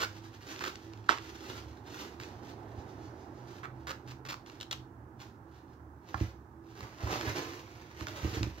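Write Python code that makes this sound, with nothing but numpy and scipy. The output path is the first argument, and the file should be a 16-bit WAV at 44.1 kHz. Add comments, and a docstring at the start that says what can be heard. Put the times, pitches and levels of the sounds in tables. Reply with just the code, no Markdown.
"""Husking corn on a balcony

Leaves rustle and tear as hands pull them off, the stalk snaps, and a knife clicks through the tip. The cob
knocks on the table beside the microphone, and the next ear is pulled from a crinkling bag and gripped. Rustles
and tears are runs of tiny clicks from creases and fibres; knocks are dying tones. Traffic hums in the distance,
and the close walls add a short ring."""
import sys
import numpy as np
from scipy import signal
from scipy.fft import rfft, irfft, next_fast_len
from scipy.io import wavfile
from scipy.ndimage import uniform_filter1d

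SR = 44100
rng = np.random.default_rng(int(sys.argv[2]) if len(sys.argv) > 2 else 0)


def transcribe(u):
    """Save the signal u as a 16-bit wav file named by the first command-line argument.

    u: samples, shape (n,) or (channels, n), limited to [-1, 1]; the rate is SR.
    q: integer samples, one column per channel.
    """
    v = np.clip(np.atleast_2d(u).T, -1, 1)
    q = np.round(v * 32767).astype(np.int16)
    wavfile.write(sys.argv[1], SR, q)


N = 379260
T = np.arange(N) / SR

# Levels in the tables are relative. A stroke's t is its fastest moment.
# hand strokes through the leaves: t/s, level/dB, rise/s, fall/s
LEAF_STROKES = [(0.17, -57.5, 0.061, 0.027), (0.245, -56, 0.015, 0.025), (0.335, -56.5, 0.0097, 0.022),
                (.425, -54, .01, 0.026), (0.492, -46, 0.02, 0.028), (0.61, -48.5, 0.053, 0.073),
                (0.69, -52.5, 0.033, 0.02), (0.84, -64, .06, 0.076), (1.275, -53, 0.11, 0.037),
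                (1.35, -52, 0.0056, 0.015), (1.495, -48.5, 0.072, 0.06), (1.575, -51, 0.032, 0.032),
                (1.69, -59.5, 0.023, 0.048), (1.875, -54, 0.012, 0.036), (1.94, -48.5, .02, 0.051),
                (2.005, -48, 0.043, 0.054), (2.235, -54, 0.012, 0.055), (2.48, -55.5, 0.042, 0.028),
                (3.52, -60, .07, 0.05), (3.57, -58.5, 0.04, 0.024), (3.81, -69.5, 0.041, .07),
                (4.11, -61, 0.041, .02), (4.465, -60, 0.005, 0.063), (4.55, -61, 0.047, 0.021),
                (5.21, -55.5, 0.011, 0.04), (5.56, -66.5, 0.045, 0.034), (5.73, -73.5, 0.1, 0.026)]
# pulls on the plastic bag, then, from 8.0 s, the next ear's husk being gripped: t/s, level/dB, rise/s, fall/s
BAG_AND_HUSK_STROKES = [(6.09, -59.5, 0.028, 0.059), (6.21, -50.5, 0.046, 0.047), (6.69, -63, 0.0099, 0.063),
                        (6.815, -53.5, 0.056, 0.077), (7.13, -42, 0.081, 0.079), (7.152, -40, 0.014, .012),
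                        (7.275, -40.5, 0.041, 0.044), (7.365, -42, 0.03, 0.044), (7.44, -46.5, 0.034, 0.086),
                        (7.50, -52, 0.018, 0.077), (7.597, -50, 0.0045, 0.0091), (7.8, -60, 0.35, 0.19),
                        (8.01, -51, 0.0367, 0.027), (8.085, -48, 0.015, 0.034), (8.19, -48.5, 0.076, 0.16),
                        (8.355, -47.5, 0.068, 0.048), (8.437, -48.5, 0.00656, 0.013), (8.6, -58, 0.13, 0.043)]
# ears of corn scraping together in the bag: t/s, level/dB, rise/s, fall/s
EAR_SHOVES = [(6.835, -56, 0.0098, 0.033), (7.03, -47.5, 0.023, 0.011), (7.072, -42, 0.0041, .01),
              (7.105, -42, 0.0055, 0.01), (7.155, -39.5, 0.014, 0.0073), (7.27, -47, 0.027, 0.019),
              (8.18, -53, .03, .03)]
# sleeve and corn silk brushing as the knife is fetched: t/s, level/dB, rise/s, fall/s
SLEEVE_BRUSHES = [(2.79, -65.5, 0.023, 0.031), (2.89, -65, 0.013, 0.029), (3.05, -65, 0.055, 0.04),
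                  (3.21, -68, 0.061, 0.06), (3.38, -68.5, 0.043, .04)]
# tears and cuts: t/s, length/s, juicy stalk level/dB, dry fibre level/dB, hollow ring f/Hz
HUSK_TEARS = [(0.0, 0.05, -32.5, -37.5, 1380), (0.606, 0.021, -33.5, -48, 1500),
              (0.637, 0.048, -38.5, -44, 1650), (0.683, 0.019, -45, -51, 1400),
              (2.197, 0.04, -59, -52.5, 2900), (3.631, 0.027, -36, -59, 1250),
              (3.87, 0.025, -37.5, -45.5, 1650), (3.896, 0.0226, -35.5, -45, 1420),
              (4.076, 0.046, -53, -55, 1500), (4.25, 0.026, -46, -52, 1700), (4.287, 0.026, -48, -42, 1640),
              (4.318, 0.014, -51, -47, 1270), (4.712, 0.025, -49, -46.5, 1150),
              (5.202, 0.022, -61, -54, 1600), (8.337, 0.026, -48, -46.5, 2800)]
# leaf ribs and fibres cracking: t/s, level/dB, f/Hz
RIB_CRACKS = [(0.0065, -28, 1950), (0.0206, -25.5, 3380), (0.0218, -29.5, 1260), (0.0333, -19, 1310),
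              (0.0408, -38.5, 1470), (0.562, -32.5, 2997), (0.5922, -32.5, 2980), (0.6082, -27, 1293),
              (0.6183, -32, 1500), (0.6395, -21.5, 1550), (0.642, -27, 2550), (0.652, -32, 2700),
              (0.664, -32, 2400), (0.6787, -30, 1360), (0.756, -34.5, 4330), (0.935, -40.5, 3300),
              (0.975, -45, 2972), (1.042, -50, 3000), (1.1753, -31, 1510), (1.1848, -32, 3080),
              (2.1996, -34, 1630), (2.235, -37, 2900), (3.642, -40, 1240), (3.8725, -35, 1800),
              (3.886, -36, 1351), (3.908, -26, 1450), (3.915, -31, 1350), (4.111, -37, 1700),
              (4.1185, -39, 1500), (4.252, -39, 1900), (4.3, -31, 1955), (4.309, -32, 1700),
              (4.322, -31, 1224), (4.3306, -30, 1360), (4.342, -28, 1250), (4.4621, -44.5, 3240),
              (4.498, -38.5, 2810), (6.145, -31, 1750), (6.2044, -34, 2390), (6.8069, -29.5, 1310),
              (7.1, -31, 760), (7.211, -23.5, 2090), (8.009, -29.5, 1830), (8.0696, -23.5, 1630),
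              (8.084, -29.5, 3410), (8.4308, -22.5, 3170)]
# the knife snapping through the tip: t/s, level/dB
KNIFE_CUTS = [(4.6018, -36), (4.6108, -27), (4.6194, -34), (4.629, -31.5), (4.7114, -23.5), (4.7132, -24),
              (4.7257, -27), (4.7287, -23.5)]
# the two pops of the breaking stalk: t/s, level/dB, f/Hz, rise/s
STALK_POPS = [(1.0912, -9, 1390, .0007), (1.0963, -20, 1000, .0004)]
# knocks on the table: t/s, level/dB, contact time/s
TABLE_KNOCKS = [(2.776, -34, 0.0032), (6.145, -29.5, 0.0031), (6.211, -19, 0.0028), (6.822, -37, 0.0027),
                (7.034, -21.5, 0.0055), (7.064, -33, 0.0014), (7.269, -28, 0.0038), (8.014, -33, 0.0027),
                (8.23, -22, 0.0086), (8.247, -23.5, 0.001), (8.331, -32, 0.0023), (8.37, -27, 0.0018),
                (8.409, -25, 0.002), (8.427, -25.5, 0.0025), (8.469, -27, 0.0021)]
# ringing tones of the table and the cob: f/Hz, level/dB, time to fade by 60 dB/s
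TABLE_TONES = [(67, -20, 0.94), (82.4, -2.5, 0.14), (109.8, -4, 0.19), (186, -14.5, 0.17),
               (219, -12.5, 0.1), (281, -10.5, 0.084), (315.5, -4, 0.11)]
COB_TONES = [(790, 0, 0.018), (1084, -2, 0.03), (1384, -2, 0.028), (1760, -3.5, .02), (2470, -13, 0.012)]
# one engine in the traffic: t/s, firing f/Hz, level/dB
ENGINE_COURSE = [(0.0, 102.5, -47.5), (0.6, 108.8, -55), (1.1, 110.8, -53), (1.6, 110, -63),
                 (2.101, 124.5, -63), (2.8, 106.5, -54), (3.1, 115.3, -66), (3.5, 125.8, -53),
                 (4.6, 127.8, -54.5), (5.3, 107.3, -65)]
# tones of the street's hum: f/Hz, level/dB
HUM_TONES = [(74, -63), (274, -76), (329, -66.5)]

# each sound's spectrum, or how strong it is from bass to treble: f/Hz, level/dB
LEAF_SPECTRUM = [(60, -19), (170, -6.5), (330, 15), (550, -1), (850, -2), (1500, 2), (2100, -1), (3600, -2),
                 (6300, -5), (8000, -19.5), (10000, -25.5), (12500, -17), (16000, -22.5)]
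BAG_SPECTRUM = [(40, -16.5), (100, 16.5), (200, 0.5), (330, 15.5), (600, 4), (1300, 3.5), (2100, 2.5),
                (3500, -3.5), (6300, -4), (8000, -21), (10000, -26), (12500, -16.5), (16000, -19.5)]
STALK_SPECTRUM = [(100, -23.5), (350, -3), (600, -10.5), (850, -17), (1150, -4), (1420, -4), (1750, -4.5),
                  (2400, -6.5), (3000, -16), (4000, -18), (10000, -51.5)]
FIBRE_SPECTRUM = [(500, -9.5), (1600, -5.5), (2100, -0.5), (2500, 1), (3100, -3.5), (4000, -3.5),
                  (4900, -4), (6300, -8.5), (8000, -20), (10000, -30.5), (12500, -19), (16000, -21)]
RIB_SPECTRUM = [(100, -27), (500, -19), (1000, 2), (4000, 2), (7000, 10), (10000, -5.5)]
SPLINTER_SPECTRUM = [(100, -34), (200, -10), (320, 4.5), (550, -5.5), (900, 3.5), (1450, -1), (1900, -2),
                     (2400, -3), (3000, -4.5), (4000, -5.5), (5000, -8.5), (6500, -13), (8000, -25),
                     (10000, -38), (12500, -28.5), (16000, -37)]
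KNIFE_SPECTRUM = [(300, -14.5), (900, -13), (1350, -7), (2000, -10), (2500, -8), (3050, -1.5), (4000, -2.5),
                  (4800, -10.5), (5600, -7.5), (6800, -14.5), (8500, -25), (10000, -30.5), (13000, -27),
                  (16000, -24.5)]
SHOVE_SPECTRUM = [(150, -9), (400, -6), (850, 5), (1500, -0.5), (2300, -11), (5000, -43)]
BRUSH_SPECTRUM = [(800, -4), (3000, -1.5), (5200, 0), (6500, -1.5), (8500, -23), (15000, -20)]
TYRE_SPECTRUM = [(25, -14.5), (50, 1.5), (70, -5.5), (115, 3), (155, -8), (210, -9), (340, 2), (460, -9.5),
                 (620, -12.5), (850, -8), (1150, -19.5), (1700, -21.5), (2400, -29.5), (5000, -51.5)]
TRAFFIC_SPECTRUM = [(25, -17.5), (45, 10.5), (70, -0.5), (115, 6), (155, -4.5), (210, -5), (340, -2.5),
                    (460, -13.5), (620, -20), (880, -9), (1150, -15), (1700, -19), (2400, -37.5),
                    (5000, -49)]
HISS_SPECTRUM = [(500, -8), (2500, -8), (6000, 1), (9500, -9.5), (16000, -0.5)]

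# balance of the microphone's two openings: f/Hz, left minus right level/dB
MIC_BALANCE = [(60, -3.5), (200, -4.5), (400, -7), (700, -9), (1000, -11), (1350, -13), (2100, -4),
               (4200, 4), (8000, -3), (15000, -5)]
# extra balance for where the stalk and the bag are: f/Hz, left minus right level/dB
STALK_BALANCE = [(600, 1), (1300, -2.5), (2200, -3), (3500, -2), (6000, 1), (10000, 0)]
BAG_BALANCE = [(200, 0), (600, 2), (1200, 4.5), (2000, 1), (4000, -0.5), (10000, -1.5)]
# how far the right side lags the left: f/Hz, phase/rad
RIGHT_LAG = [(60, 0), (650, 0.22), (900, 1), (1150, 2), (1400, 3), (1900, 3.5), (2500, 3.5), (3000, 6.5),
             (3700, 6.5), (4400, 5), (6200, 4.5), (7000, 5.5), (8000, 8)]
# how alike left and right are for sound from all around: f/Hz, likeness (1 = the same)
STEREO_LIKENESS = [(60, 0.98), (300, 1), (650, 0.89), (1000, 0.59), (1500, 0.27), (2500, 0.088),
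                   (16000, 0.13)]


def rustle(gain, spectrum, per_s, spread_db, clump_db, rub):
    """Creases flip in clumps while surfaces rub; faster handling flips more of them."""
    speed = gain / gain.max()
    creases = crackle(per_s * np.sqrt(speed), spread_db, N)
    creases /= (speed + 1e-3) ** .25  # so that more clicks do not also mean more loudness
    clumps = normalise(from_db(clump_db * drift(130)))
    moving = speed > .01
    creases /= np.sqrt(np.mean(creases[moving] ** 2))
    rubbing = rub * rng.standard_normal(N)
    return shape(gain * clumps * (creases + rubbing), spectrum)


def ticks(gain, per_s, spread_db):
    """Single fibres or creases give way now and then under the hands."""
    return shape(gain * crackle(per_s, spread_db, N), FIBRE_SPECTRUM)


def husk_leaves(grip_db=-70.5, grip_end_s=3.08):
    """The husk rustles and ticks with each stroke, and faintly while it is just held."""
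    grip = swell([0, grip_end_s], [grip_db, grip_db])
    handling = np.hypot(strokes(LEAF_STROKES), grip)
    leaves = rustle(handling, LEAF_SPECTRUM, per_s=1500, spread_db=2, clump_db=2.2, rub=0.7)
    return from_db(-1) * leaves + from_db(-11) * ticks(handling, per_s=70, spread_db=0)


def parting_fibres(per_s, spread_db, size):
    """Fibres stretch and part one after another, making unevenly spaced clicks."""
    gaps = rng.gamma(3, 1 / 3, 400)
    heights = from_db(spread_db * rng.standard_normal(400))
    signs = rng.choice([-1, 1], 400)
    positions = (np.cumsum(gaps) / per_s * SR).astype(int)
    return normalise(np.bincount(positions, signs * heights, size)[:size])


def husk_tears():
    """Fibres part under a growing pull: the juicy stalk rings hollow, the dry leaf rasps."""
    stalk, fibre = np.zeros((2, N))
    for start, length, stalk_db, fibre_db, hz in HUSK_TEARS:
        size = int(length * SR)
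        pull = np.linspace(.1, 1, size) ** .05
        parting = parting_fibres(per_s=900, spread_db=4, size=6000)
        parting += 0.14 * rng.standard_normal(6000)  # rubbing
        rip = normalise(pull * np.clip(parting[:size], -12, 12))
        rip = np.pad(rip, (0, 600))  # room for the ring to die away
        hollow = signal.lfilter(*signal.iirpeak(hz, Q=3.4, fs=SR), rip)
        add(stalk, start, from_db(stalk_db) * (rip + from_db(-0.5) * hollow))
        add(fibre, start, from_db(fibre_db) * rip)
    return from_db(-10.5) * shape(stalk, STALK_SPECTRUM) + from_db(0.5) * shape(fibre, FIBRE_SPECTRUM)


def splinter(decay_s):
    """A brief spray of tiny breaks, equally strong from bass to treble."""
    clicks = crackle(per_s=16000, spread_db=1, size=1000)
    spectrum = rfft(clicks * np.exp(-T[:1000] / decay_s))
    power = uniform_filter1d(np.abs(spectrum) ** 2, size=30)
    spray = irfft(spectrum / np.sqrt(power))[:800]
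    return spray / np.linalg.norm(spray)


def rib_cracks():
    """A leaf rib gives way with a sharp edge of sound and rings for a few cycles."""
    rings, edges = np.zeros((2, N))
    for start, db, hz in RIB_CRACKS:
        spray = splinter(decay_s=.001)
        ring = np.convolve(spray, dying_tone(hz, fade_s=3.5 / hz, size=500))
        add(rings, start, from_db(db) * ring / np.abs(ring).max())
        add(edges, start, from_db(db + 5) * spray)
    return from_db(-6) * shape(rings, RIB_SPECTRUM, keep_power=False) + shape(edges, FIBRE_SPECTRUM)


def stalk_pops():
    """The breaking stalk pops twice: hollow tones that swell and die within a few cycles."""
    pops, t = np.zeros(N), T[:1000]
    for start, db, hz, rise in STALK_POPS:
        loudness = from_db(db) * t / rise * np.exp(1 - t / rise)
        add(pops, start, loudness * np.sin(2 * np.pi * hz * t))
    return cut_bass(pops, hz=448, order=2)  # the pops carry little bass


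def stalk_splinters(creak_s=1.088):
    """The stalk creaks, its fibres burst as it breaks, and the rest part in a dying crackle."""
    spray, break_s = np.zeros(N), STALK_POPS[0][0]
    add(spray, creak_s, from_db(-19.5) * splinter(decay_s=.003))
    add(spray, break_s, from_db(-4.5) * splinter(decay_s=.002))
    last_fibres = crackle(per_s=1500, spread_db=0.91, size=6000) * np.exp(-T[:6000] / .025)
    add(spray, break_s, from_db(-25) * last_fibres)
    return shape(spray, SPLINTER_SPECTRUM)


def knife_clicks():
    """The last tough fibres of the tip give way to the blade in crisp, bright clicks."""
    sprays = np.zeros(N)
    for start, db in KNIFE_CUTS:
        add(sprays, start, from_db(db + 11.5) * splinter(decay_s=.0022))
    return shape(sprays, KNIFE_SPECTRUM)


def cob_tap(start_s=6.1425):
    """The bare cob's stiff core rings briefly as it lands on the table."""
    ring = sum((-1) ** k * from_db(db) * dying_tone(hz, fade_s, size=3000)
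               for k, (hz, db, fade_s) in enumerate(COB_TONES))
    tap = np.zeros(N)
    add(tap, start_s, from_db(-27) * ring)
    return tap


def table_knocks():
    """Soft pushes set the table ringing; a longer contact sounds duller."""
    force, t = np.zeros(N), T[:2000]
    for start, db, contact_s in TABLE_KNOCKS:
        push = t * np.exp(-5 * t / contact_s)
        add(force, start, from_db(db) * push / push.sum())
    ring = sum(from_db(db) * dying_tone(hz, fade_s, size=16000) for hz, db, fade_s in TABLE_TONES)
    return signal.oaconvolve(force, ring)[:N]


def plastic_bag(pulling):
    """The pulled plastic rustles, and then the next ear's husk as it is gripped, while the ears inside scrape
    dully against each other."""
    plastic = rustle(pulling, BAG_SPECTRUM, per_s=3200, spread_db=2.6, clump_db=3, rub=0.51)
    ears = rustle(strokes(EAR_SHOVES), SHOVE_SPECTRUM, per_s=1500, spread_db=1, clump_db=1, rub=0.4)
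    return from_db(0.5) * plastic + ears


def sleeve_brushes():
    """A sleeve and loose corn silk rub lightly, making soft swishes of noise."""
    return shape(strokes(SLEEVE_BRUSHES) * rng.standard_normal(N), BRUSH_SPECTRUM)


def street(nearest_s=2.83, pass_width_s=0.67, waver_db=5):
    """Distant traffic roars, tyres swell and fade as a vehicle passes, an engine labours over a hum."""
    roar = from_db(-54) * shaped_noise(TRAFFIC_SPECTRUM)
    distance = np.hypot(1, (T - nearest_s) / pass_width_s)  # 1 at the nearest point
    tyres = from_db(-48) / distance * shaped_noise(TYRE_SPECTRUM)
    times, firing_hz, levels = np.transpose(ENGINE_COURSE)
    phase = 2 * np.pi * np.cumsum(np.interp(T, times, firing_hz) + 2.82 * drift(20)) / SR
    engine = swell(times, levels + 1) * np.sin(phase) * from_db(waver_db * drift(11))
    hum = np.zeros(N)
    for hz, db in HUM_TONES:
        loudness = np.sqrt(2) * from_db(db + waver_db * drift(8.8))
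        hum += loudness * np.sin(2 * np.pi * hz * T + 0.21 * drift(5.3))
    hiss = from_db(-79) * shaped_noise(HISS_SPECTRUM)
    return roar + tyres + engine + hum + hiss


def balcony(sound, echo_db, fade_s=0.25, size=13000, block_size=6000):
    """Direct sound plus wall echoes, drawn anew for each short block as if the hands had moved."""
    stereo = np.array([sound, sound])
    onset = np.clip((T[:size] - .0005) / .002, 0, 1)
    decay = onset * from_db(-60 * T[:size] / fade_s)
    decay *= from_db(echo_db) / np.linalg.norm(decay)
    for i in range(0, N, block_size):
        piece = sound[i:i + block_size]
        if np.abs(piece).max() > 1e-6:
            for channel, echoes in zip(stereo, surround_noise(size) * decay):
                add(channel, i / SR, signal.fftconvolve(piece, echoes))
    return stereo


def strokes(rows, rounding=0.3):
    """Loudness of hand strokes: each gathers speed and dies away; overlaps add in power."""
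    power = np.zeros(N)
    for peak_s, db, rise, fall in rows:
        from_peak = np.where(T < peak_s, (peak_s - T) / rise, (T - peak_s) / fall)
        drop = np.hypot(from_peak, rounding) - rounding
        power += from_db(db) ** 2 * np.exp(-2 * np.minimum(drop, 20))
    return np.sqrt(power)


def crackle(per_s, spread_db, size):
    """Random clicks, many small and a few large; always at least one."""
    heights = from_db(spread_db * np.minimum(rng.exponential(1, size), 4))
    signs = rng.choice([-1, 1], size)
    chance = rng.random(size)
    happens = chance <= np.maximum(per_s / SR, chance.min())
    return normalise(heights * signs * happens)


def dying_tone(hz, fade_s, size):
    """A sine wave that fades by 60 dB in fade_s seconds."""
    return np.sin(2 * np.pi * hz * T[:size]) * from_db(-60 * T[:size] / fade_s)


def surround_noise(size):
    """Stereo white noise from all sides: left and right are alike in the bass, unlike in the treble."""
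    mid, side = rfft(rng.standard_normal((2, size)))
    alike = np.clip(at_hz(STEREO_LIKENESS, np.fft.rfftfreq(size, 1 / SR)), -.99, .99)
    shared = np.sqrt((1 + alike) / 2) * mid
    opposite = np.sqrt((1 - alike) / 2) * side
    return irfft([shared + opposite, shared - opposite], size)


def shaped_noise(spectrum):
    """Noise from all sides with the given spectrum."""
    return np.array([shape(channel, spectrum) for channel in surround_noise(N)])


def shape(sound, spectrum, keep_power=True, size=8192):
    """Give a sound a spectrum, with a filter that never rings ahead of a click (minimum phase)."""
    gain = from_db(at_hz(spectrum, np.fft.rfftfreq(size, 1 / SR)))
    cepstrum = irfft(np.log(normalise(gain) if keep_power else gain))
    cepstrum[1:size // 2] *= 2  # fold the late half of the cepstrum onto the early half
    cepstrum[size // 2 + 1:] = 0
    response = irfft(np.exp(rfft(cepstrum)))
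    return signal.oaconvolve(sound, response)[:N]


def lean(stereo, balance):
    """Tilt each frequency to the left or right, giving half the change to each side."""
    return np.array([shape(channel, [(hz, sign * db / 2) for hz, db in balance], keep_power=False)
                     for channel, sign in zip(stereo, (1, -1))])


def cut_bass(sound, hz, order):
    """Weaken everything below hz; a higher order cuts more steeply."""
    return signal.sosfilt(signal.butter(order, hz, "high", fs=SR, output="sos"), sound)


def swell(times, levels_db):
    """A gain that follows the given levels and fades quickly beyond their ends."""
    outside_s = np.maximum(times[0] - T, 0) + np.maximum(T - times[-1], 0)
    return from_db(np.interp(T, times, levels_db)) * np.exp(-np.minimum(outside_s / .02, 50))


def drift(per_s):
    """A random wander that heads for a new value per_s times a second."""
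    targets = rng.standard_normal(int(per_s * N / SR) + 2)
    return normalise(np.interp(T * per_s, np.arange(len(targets)), targets))


def at_hz(table, hz):
    """Read between a table's rows on a log-frequency axis."""
    frequencies, values = np.transpose(table)
    return np.interp(np.log(hz + 1e-3), np.log(frequencies), values)


def add(track, start_s, sound):
    """Mix a sound into a track at the given time."""
    i = max(int(start_s * SR), 0)
    track[i:i + len(sound)] += sound[:N - i]


def normalise(x):
    """Scale to an average power of 1."""
    return x / np.sqrt(np.mean(x ** 2) + 1e-20)


def from_db(db):
    """Turn decibels into a gain."""
    return 10 ** (np.asarray(db) / 20)


def scene():
    """Husking at arm's length, bag and table close by, the street beyond."""
    traffic = street()
    husking = balcony(husk_leaves() + sleeve_brushes(), echo_db=0)
    tearing = balcony(husk_tears(), echo_db=-5.5)
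    pulling = strokes(BAG_AND_HUSK_STROKES)
    bag = lean(balcony(plastic_bag(pulling), echo_db=1.5), BAG_BALANCE)
    crinkles = from_db(-10) * ticks(pulling, per_s=110, spread_db=2)
    # weaker echoes let the short breaks stand out
    breaks = balcony(rib_cracks() + knife_clicks() + cob_tap() + crinkles, echo_db=-8.5)
    snap = balcony(stalk_pops(), echo_db=-15) + balcony(stalk_splinters(), echo_db=-7)
    return husking + tearing + breaks + lean(snap, STALK_BALANCE) + bag + table_knocks() + traffic


def record(dry):
    """Each side of the microphone has its own tone and the right lags; deep bass and top are cut."""
    left, right = lean(dry, MIC_BALANCE)
    size = next_fast_len(N + 4000)
    lag = at_hz(RIGHT_LAG, np.fft.rfftfreq(size, 1 / SR))
    right = irfft(rfft(right, size) * np.exp(-1j * lag), size)[:N]
    thinned = cut_bass([left, right], hz=68, order=4)
    treble_cut = signal.ellip(12, .1, 80, 15750, fs=SR, output="sos")  # steep, above 15750 Hz
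    return signal.sosfilt(treble_cut, np.clip(thinned, -1, 1))


dry = scene()
out = record(dry)
transcribe(out)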